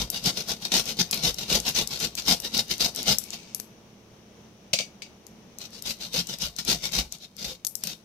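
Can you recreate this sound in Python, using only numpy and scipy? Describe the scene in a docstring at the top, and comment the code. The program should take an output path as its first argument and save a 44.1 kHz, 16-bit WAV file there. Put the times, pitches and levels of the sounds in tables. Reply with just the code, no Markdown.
"""A vegetable is rubbed up and down a steel box grater that stands in a steel plate on a cloth.
Each stroke tears hundreds of tiny bits on the teeth, which ring the steel sheet and drum the box.
Glass bangles click on the wrist. Halfway, the grater is lifted and set back with a clank, and then
the grating goes on. Behind it is a quiet kitchen with a soft rush and the hum of a distant motor."""
import sys
import numpy as np
from scipy import signal
from scipy.fft import rfft, irfft
from scipy.io import wavfile
from scipy.ndimage import uniform_filter1d, map_coordinates

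SR = 44100
rng = np.random.default_rng(int(sys.argv[2]) if len(sys.argv) > 2 else 0)


def write(x):
    x = np.atleast_2d(x).T
    wavfile.write(sys.argv[1], SR, np.round(np.clip(x, -1, 1) * 32767).astype(np.int16))

N = 354563
TIME = np.arange(N) / SR

# Levels in the tables are relative: each layer gets its overall volume later.
# How loud the room is. Each row: time in seconds, level in dB.
ROOM_LEVELS = [(0, -51), (3.5, -52), (5.6, -52), (7, -60.5), (7.6, -58.5), (8.04, -56)]
# The motor's tones. Each row: multiple of its turning rate, level in dB.
MOTOR_TONES = [(2, -69), (3, -63), (6, -62.5), (9, -73.5), (12, -73), (15, -74)]
# The grater sliding off the plate. Each row: time in seconds, level in dB.
LIFT_LEVELS = [(3.2, -80), (3.23, -49.5), (3.38, -47.5), (3.45, -53), (3.53, -54), (3.62, -56.5),
               (3.72, -71)]
# Its rim hitting the plate. Each row: time in seconds, level in dB, dB added for the thud.
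RIM_KNOCKS = [(4.7319, -17.5, -23), (4.7348, -13, -8), (4.740, -22, -17), (4.7883, -18, -19),
              (4.7989, -26.5, 3), (4.806, -23, -12), (5.0201, -27.5, -26), (5.063, -45, -6)]
# Ringing of plate and grater. Each row: pitch in Hz, level in dB, seconds to fade by 60 dB.
STEEL_TONES = [(2252, -8, .24), (2350, -9, .22), (2579, -7, .2), (2835, -7, .18), (3101, -8, .14),
               (3660, -6, .15), (4204, -2, .24), (4645, 2, .19), (4782, -1, .18), (5042, -8, .23),
               (5330, -6, .14), (5455, -5, .18), (5792, -4, .22), (6045, -3, .2), (6290, -5, .17),
               (6440, -4, .17), (6895, -8, .16), (7990, -12, .18), (8603, -13, .16)]
# Clear bangle clicks. Each row: time in seconds, level in dB, dB added for the high sparkle.
BANGLE_CLICKS = [(0.1018, -15, 3.5), (1.111, -12.5, 0), (1.1434, -20, 3), (1.3435, -21.5, -6),
                 (1.601, -13, -10), (1.6912, -17.5, -1), (1.874, -12.5, -8.5), (2.001, -17, -1.5),
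                 (2.1526, -17, 0.5), (2.401, -20.5, 0), (2.5487, -21, -2), (2.5776, -13.5, -2),
                 (2.9608, -18.5, -0.5), (3.0296, -18, -2.5), (3.1848, -9, 0), (3.239, -23.5, -4),
                 (3.3045, -18.5, -14), (3.5474, -15.5, 1), (3.5995, -17.5, -2), (5.267, -33, -2),
                 (5.823, -21.5, -1.5), (6.2702, -22.5, -10), (6.5641, -22, -8), (6.6499, -22, 1),
                 (7.1233, -15.5, -11), (7.6486, -11, -4), (7.6676, -13.5, -1.5), (7.6717, -17, 1.5),
                 (7.7534, -16, 0.5), (7.8372, -12.5, -3.5), (7.8716, -13.5, -4)]
# Dull ticks that come with some clicks. Each row: time in seconds, level in dB.
DULL_TICKS = [(2.401, -32), (3.6, -25), (7.6488, -26), (7.8373, -24.5)]
# Strokes, down and up in turn. Each row: start of the full bite in seconds, length in seconds, level in dB.
GRATER_STROKES = [(-0.002, 0.017, -24.5), (0.136, 0.044, -35.5), (0.259, 0.025, -23), (0.368, 0.047, -33.5),
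                  (0.497, 0.019, -25), (0.624, 0.037, -37.5), (0.739, 0.059, -24.5), (0.867, 0.049, -32.5),
                  (0.998, 0.014, -24), (1.134, 0.056, -34.5), (1.243, 0.045, -23), (1.387, 0.047, -34),
                  (1.501, 0.07, -25), (1.665, 0.021, -25.5), (1.768, 0.049, -26), (1.913, 0.043, -31.5),
                  (2.012, 0.036, -28), (2.185, 0.0085, -29), (2.284, 0.042, -20.5), (2.446, 0.022, -31.5),
                  (2.545, 0.053, -28.5), (2.712, 0.0096, -25), (2.812, 0.048, -24.5), (2.968, 0.05, -35),
                  (3.079, 0.049, -22), (3.334, 0.017, -38.5), (5.608, 0.05, -43.5), (5.733, 0.056, -45),
                  (5.866, 0.048, -30.5), (6.015, 0.049, -37), (6.14, 0.065, -29), (6.292, 0.045, -37.5),
                  (6.414, 0.046, -30.5), (6.59, 0.012, -32.5), (6.683, 0.047, -23), (6.84, 0.035, -30.5),
                  (6.937, 0.066, -28), (7.128, 0.022, -44), (7.216, 0.034, -47), (7.396, 0.13, -39),
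                  (7.84, 0.089, -39)]
# Teeth catching and tearing free. Each row: time in seconds, level in dB.
TOOTH_SNAGS = [(0.651, -27.5), (.719, -21.5), (1.003, -26.5), (1.128, -23.5), (1.553, -19.5), (1.759, -24),
               (2.041, -24.5), (2.287, -28), (2.591, -22), (6.586, -27), (6.987, -23.5), (7.445, -29)]
# Heavy pushes that thump into the table. Each row: time in seconds, level in dB.
HEAVY_PUSHES = [(0.0, -34.5), (.79, -52), (1.27, -38.5), (1.545, -36), (1.8, -44), (2.04, -49), (3.1, -49),
                (6.18, -53), (6.445, -44), (6.74, -46), (6.98, -34), (7.46, -49)]
# Resonances, the pitches a thing favours. Each row: pitch in Hz, width in Hz, boost in dB.
SHEET_RESONANCES = [(1140, 60, 5), (1390, 150, 9), (2870, 80, 5), (3170, 60, 4), (3715, 100, 7),
                    (4230, 120, 5), (4650, 60, 4), (4850, 110, 3), (5290, 200, 3), (6045, 90, 3),
                    (7416, 110, 3)]
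BOX_RESONANCES = [(169.5, 24, 4.5), (225, 46, 5.5), (362, 33, 3.5), (510, 100, 3.5), (690, 36, 4),
                  (826, 86, 4), (1120, 33, 5.5), (1440, 210, 9)]
# The tone of each sound, from bass to treble. Each row: frequency in Hz, level in dB.
ROOM_SPECTRUM = [(25, -17), (60, -11), (92, -16), (130, -4.5), (160, -4), (200, 3), (260, -8), (400, -7.5),
                 (900, -15.5), (1600, -22), (3000, -20.5), (4700, -25), (6000, -15.5), (7500, -35.5),
                 (11500, -33.5), (15000, -39)]
CLANK_SPECTRUM = [(600, -31), (1900, -17.5), (2250, -3.5), (3200, -4.5), (4200, -2), (4700, -0.5),
                  (6400, -2), (7400, -7.5), (8600, -9), (9500, -24), (11000, -13.5), (15000, -22)]  # steel on steel
THUD_SPECTRUM = [(60, -14), (200, -4), (340, -13.5), (450, -4), (570, -0.5), (700, -3.5), (900, -19),
                 (2000, -30)]  # a knock through the cloth
CLICK_SPECTRUM = [(1500, -37), (3200, -21), (4500, -10), (5600, 0), (7000, -4), (8500, -6), (10000, -17),
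                  (16000, -46)]  # glass on glass
SPARKLE_SPECTRUM = [(5000, -36), (9500, -14), (11200, -1), (12800, -4), (14200, -5), (16000, -29)]
TICK_SPECTRUM = [(100, -2), (400, -4), (1200, -9.5), (3000, -8), (6000, -6)]
RASP_SPECTRUM = [(300, -33.5), (1000, -26), (1700, -18), (2200, -9.5), (2900, -7.3), (4000, -3), (5400, -1),
                 (6200, -1.9), (7200, -10.5), (9700, -16), (12500, -13.5), (14500, -16), (16000, -37)]  # the sheet
DRUM_SPECTRUM = [(70, -21), (98, -18.5), (122, 1), (200, 0), (285, -8), (400, -7.5), (600, -8.5),
                 (1000, -12.5), (1250, -21.5), (2500, -22.5)]  # the box
THUMP_SPECTRUM = [(15, -23), (30, -16.5), (48, 1.5), (60, 3.5), (73, -15), (100, -24), (200, -36)]  # the table
# The shaded right microphone loses treble. Each row: frequency in Hz, dB compared with the left.
RIGHT_SHADE = [(100, 0), (400, 1.5), (1300, -0.5), (2500, -0.5), (4000, -1.5), (5500, -12), (8000, -12),
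               (10000, -26), (11500, -24.5), (14000, -11.5)]


def undb(db):
    """Turn decibels into a number to multiply by."""
    return 10 ** (np.asarray(db) / 20)


def convolve(x, response):
    """Start a copy of the response at every sample of x, scaled by that sample."""
    return signal.fftconvolve(np.atleast_2d(x), np.atleast_2d(response), axes=1)[:, :N]


def colour(x, spectrum, resonances=(), keep_power=True, size=8192):
    """Filter a sound with a smooth spectrum that has resonances standing on it."""
    f = np.maximum(np.fft.rfftfreq(size, 1 / SR), 1)
    hz, db = np.transpose(spectrum)
    db = np.interp(np.log(f), np.log(hz), db) - 20 * np.log10(np.maximum(f / hz[-1], 1) ** 2)
    for centre, width, boost in resonances:
        db = db + boost / (1 + (2 * (f - centre) / width) ** 2)
    gain = undb(db)
    if keep_power:
        gain = gain / np.sqrt(np.mean(gain ** 2))
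    # Make the filter ring only after a hit, never before it.
    cepstrum = irfft(np.log(gain))
    cepstrum[1:size // 2] *= 2
    cepstrum[size // 2 + 1:] = 0
    return convolve(x, irfft(np.exp(rfft(cepstrum))))


def noise(shared):
    """White noise, left and right, with this share of its power in common."""
    white = rng.standard_normal((3, N))
    return np.sqrt(shared) * white[0] + np.sqrt(1 - shared) * white[1:]


def fade(t60):
    """A loudness curve that falls by 60 dB in t60 seconds."""
    return np.exp(-np.log(1000) * TIME[:int(t60 * SR) + 2] / t60)


def impulses(times, sizes):
    """One spike for each event."""
    return np.bincount(np.clip(np.asarray(times) * SR, 0, N - 1).astype(int), sizes, N)


def bursts(times, db, t60):
    """A loudness curve that jumps at each event and dies away."""
    return np.sqrt(np.abs(convolve(impulses(times, undb(db) ** 2), fade(t60) ** 2)[0]))


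def grain(per_second, t60, scatter_db=0.5):
    """A rough loudness curve made of tiny, uneven snaps at random moments."""
    chance = rng.random((int(per_second * N / SR), 2))
    sizes_db = scatter_db * np.minimum(-np.log(1 - chance[:, 1]), 4)
    envelope = bursts(chance[:, 0] * N / SR, sizes_db, t60)
    return envelope / np.sqrt(np.mean(envelope ** 2))


def steady(x, hold_s):
    """Even out the loudness of a rumble."""
    return x / np.sqrt(uniform_filter1d(x ** 2, int(hold_s * SR)) + 1e-12)


def room_noise(motor_hz=37.1, hum_waver_db=2.5):
    """A low, wavering rush, and the faint hum of a motor turning somewhere in the house."""
    def waver():
        """A slow, random drift."""
        return np.interp(TIME, np.linspace(0, N / SR, 100), rng.standard_normal(100))

    level_db = np.interp(TIME, *np.transpose(ROOM_LEVELS))
    centred = colour(noise(.97), [(20, 2.5), (700, -0.5), (1500, -6.5), (4000, -10), (16000, -25)],
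                     keep_power=False)
    wide = colour(noise(0), [(20, -34), (300, -9), (1200, 0.5), (3000, 0.5), (16000, 1)],
                  keep_power=False)
    rush = colour(centred + wide, ROOM_SPECTRUM) * undb(level_db - 0.8 + 0.76 * waver())
    hum = np.zeros(N)
    for multiple, db in MOTOR_TONES:
        loudness = np.sqrt(2) * undb(db + hum_waver_db * waver())
        hum += loudness * np.sin(2 * np.pi * (multiple * motor_hz * TIME + rng.random()))
    return rush + hum * undb(level_db - level_db.max())


def kitchen_echo(x, t60, echo_db):
    """Add the soft, short echo of a furnished room."""
    decay = fade(t60)[:SR]
    tail = rng.standard_normal((SR, 2)).T[:, :len(decay)] * decay
    tail[:, :int(.004 * SR)] = 0  # the echo arrives a little late
    tail /= np.sqrt(np.sum(tail ** 2, axis=1, keepdims=True))
    spectrum = [(60, -8), (200, -11), (600, 0.5), (5000, -4), (9000, 4), (16000, 2)]
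    return x + undb(echo_db) * colour(convolve(x, tail), spectrum, keep_power=False)


def lift_grater():
    """Steel slides lightly over steel and wakes the same tones as a knock."""
    rub = undb(np.interp(TIME, *np.transpose(LIFT_LEVELS))) * grain(per_second=1100, t60=0.011)
    return undb(2.5) * colour(noise(0.09) * rub, CLANK_SPECTRUM, [(hz, 70, 6) for hz, _, _ in STEEL_TONES])


def set_grater_down(split_hz=4100, dulling=0.41):
    """The rim lands in the plate and rocks, with a clash, a thud and ringing tones."""
    times, db, thud_db = np.transpose(RIM_KNOCKS)
    treble_db = db + dulling * (db - db.max())  # lighter knocks are duller

    def clash(levels_db, side):
        """Crack and shimmer of the steel, below or above split_hz."""
        crack = bursts(times, levels_db, t60=0.021)
        shimmer = undb(-10) * bursts(times, levels_db, t60=0.15)
        resonances = [(hz, 70, 5) for hz, _, _ in STEEL_TONES]
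        steel = colour(noise(0.087) * np.hypot(crack, shimmer), CLANK_SPECTRUM, resonances)
        return signal.sosfilt(signal.butter(3, split_hz, side, fs=SR, output="sos"), steel)

    thud = colour(noise(0.93) * bursts(times, db + thud_db, t60=0.066), THUD_SPECTRUM)
    tones = np.zeros((2, N))
    for hz, tone_db, t60 in STEEL_TONES:
        decay = undb(tone_db) * fade(t60)
        phase = 2 * np.pi * rng.random((2, 1))  # each microphone faces another side of the steel
        tones[:, :len(decay)] += decay * np.sin(2 * np.pi * hz * TIME[:len(decay)] + phase)
    ring = convolve(impulses(times, undb(db)), tones)
    clank = undb(3.5) * clash(db, "low") + undb(4) * clash(treble_db, "high")
    return clank + undb(-7.5) * thud + undb(-18.5) * ring


def bangles():
    """Glass rings tap and chatter; the wrist damps them at once, leaving a faint high ring."""
    # Faint extra clicks come as the wrist turns, just before each stroke after the first.
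    turns = np.array(GRATER_STROKES)[1:, 0]
    luck = rng.random((len(turns), 2))
    faint_times = turns - 0.032 * luck[:, 0]
    faint_db = -32.5 + 12.5 * (2 * luck[:, 1] - 1)
    faint_clicks = np.column_stack([faint_times, faint_db, np.full(len(turns), -4.5)])
    times, db, sparkle_db = np.vstack([BANGLE_CLICKS, faint_clicks]).T
    chance = rng.random((len(times), 4))
    bounce_times = (times[:, None] + 0.0051 + 0.045 * chance ** 2).ravel()

    def taps(levels_db, t60):
        """Each first touch and its four weak bounces."""
        bounces = bursts(bounce_times, (levels_db[:, None] - 20 - 8 * chance).ravel(), t60)
        return np.hypot(bursts(times, levels_db, t60), bounces)

    clicks = colour(noise(0.14) * taps(db, t60=0.01), CLICK_SPECTRUM)
    sparkle = colour(noise(0.094) * taps(db + sparkle_db, t60=0.012), SPARKLE_SPECTRUM)
    tick_times, tick_db = np.transpose(DULL_TICKS)
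    ticks = colour(impulses(tick_times, undb(tick_db)), TICK_SPECTRUM) * undb([[12.5], [7.5]])
    ring = colour(noise(.1) * bursts(times, db + sparkle_db, t60=0.31), SPARKLE_SPECTRUM,
                  resonances=[(11360, 300, 8), (12800, 300, 4)])
    return undb(-1.45) * clicks + undb(-1.9) * sparkle + ticks + undb(-31.5) * ring


def tooth_rows(rate_hz, jitter, depth_db, t60):
    """Loudness pulses as the food bumps over one row of teeth after another."""
    chance = rng.standard_normal((int(2 * rate_hz * N / SR), 2))
    times = np.cumsum(np.exp(jitter * chance[:, 0])) / rate_hz
    inside = times < N / SR
    power = 1 + bursts(times[inside], depth_db + 2 * chance[inside, 1], t60) ** 2
    return np.sqrt(power / power.mean())


def pressure(levels_db, slide_db, linger):
    """Loudness of the strokes: the food slides in, bites, lets go and slides on; linger scales the fades."""
    bite_s, let_go_s, slide_in_s, slide_out_s = linger * np.array([.029, .041, .13, .16])  # per 20 dB
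    power = np.zeros(N)
    for (start, length, _), db in zip(GRATER_STROKES, levels_db):
        near = slice(max(int((start - .2) * SR), 0), int((start + .5) * SR))
        t = TIME[near] - start
        before, after = np.maximum(-t, 0), np.maximum(t - length, 0)
        bite = undb(db - 20 * (before / bite_s + after / let_go_s))
        slide = undb(db + slide_db - 20 * (before / slide_in_s + after / slide_out_s))
        power[near] += bite ** 2 + slide ** 2
    return np.sqrt(power)


def wander(x, width_hz, depth_db=4.5, hold_s=.05, size=512):
    """The moving food wakes different resonances, so narrow bands of pitch swell and sink."""
    hz, times, bands = signal.stft(x, SR, nperseg=size)
    random_map = rng.standard_normal((600, 600))
    places = np.meshgrid(hz / width_hz, times / hold_s, indexing="ij")
    gain = undb(depth_db * map_coordinates(random_map, places, order=1, mode="wrap"))
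    return signal.istft(bands * gain / np.sqrt(np.mean(gain ** 2)), SR, nperseg=size)[1][:, :N]


def grating(firm_db=-25, flick_s=0.019, set_down_s=4.73):
    """Tearing fibres ring the sheet, the same tugs drum the box, and heavy pushes thump the table."""
    start, length, db = np.transpose(GRATER_STROKES)
    rows = tooth_rows(rate_hz=65, jitter=.4, depth_db=6, t60=0.11)
    fibres = grain(per_second=6000, t60=0.0041)
    snags = uniform_filter1d(bursts(*np.transpose(TOOTH_SNAGS), t60=0.066), int(.003 * SR))
    pushes = uniform_filter1d(bursts(*np.transpose(HEAVY_PUSHES), t60=0.23), int(.035 * SR))

    drag = np.hypot(pressure(db, slide_db=-19.5, linger=0.88) * rows, undb(1.95) * snags)
    tearing = wander(noise(0.11) * drag * fibres, width_hz=130)
    rasp = colour(tearing, RASP_SPECTRUM, SHEET_RESONANCES)

    drum_db = db - 8.5 + 0.076 * (firm_db - db)  # light strokes keep a little more body
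    drum_db -= 6 * np.maximum(1 - length / flick_s, 0)  # quick flicks drum less
    drum_db -= 2.5 * (start > set_down_s)  # so does the box once it is set back down
    rubbing = pressure(drum_db, slide_db=-17, linger=0.96) * rows
    tugs = np.sqrt(rubbing ** 2 + (undb(-10) * snags) ** 2 + (undb(-0.5) * pushes) ** 2)
    drum = colour(wander(noise(0.99) * tugs, width_hz=87.2), DRUM_SPECTRUM, BOX_RESONANCES)

    sway = pressure(db - 28.5, slide_db=-17, linger=1.5)  # the table rumbles under every stroke
    thump = steady(colour(noise(1), THUMP_SPECTRUM), hold_s=0.055) * np.hypot(pushes, sway)
    return undb(4.5) * rasp + undb(0.5) * drum + undb(6.5) * thump


def scene():
    """Grater, bangles and plate in the quiet kitchen."""
    sources = grating() + bangles() + lift_grater() + set_grater_down()
    return kitchen_echo(sources, t60=0.2, echo_db=-13) + room_noise()


def record(dry, top_hz=15600):
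    """The right microphone is shaded, both hiss faintly, and the highest treble is cut."""
    right = colour(dry[1], RIGHT_SHADE, keep_power=False)[0]
    stereo = np.vstack([dry[0], right]) + undb(-72) * noise(0)
    return signal.sosfilt(signal.ellip(8, .2, 70, top_hz, fs=SR, output="sos"), stereo)


dry = scene()
out = record(dry)
write(out)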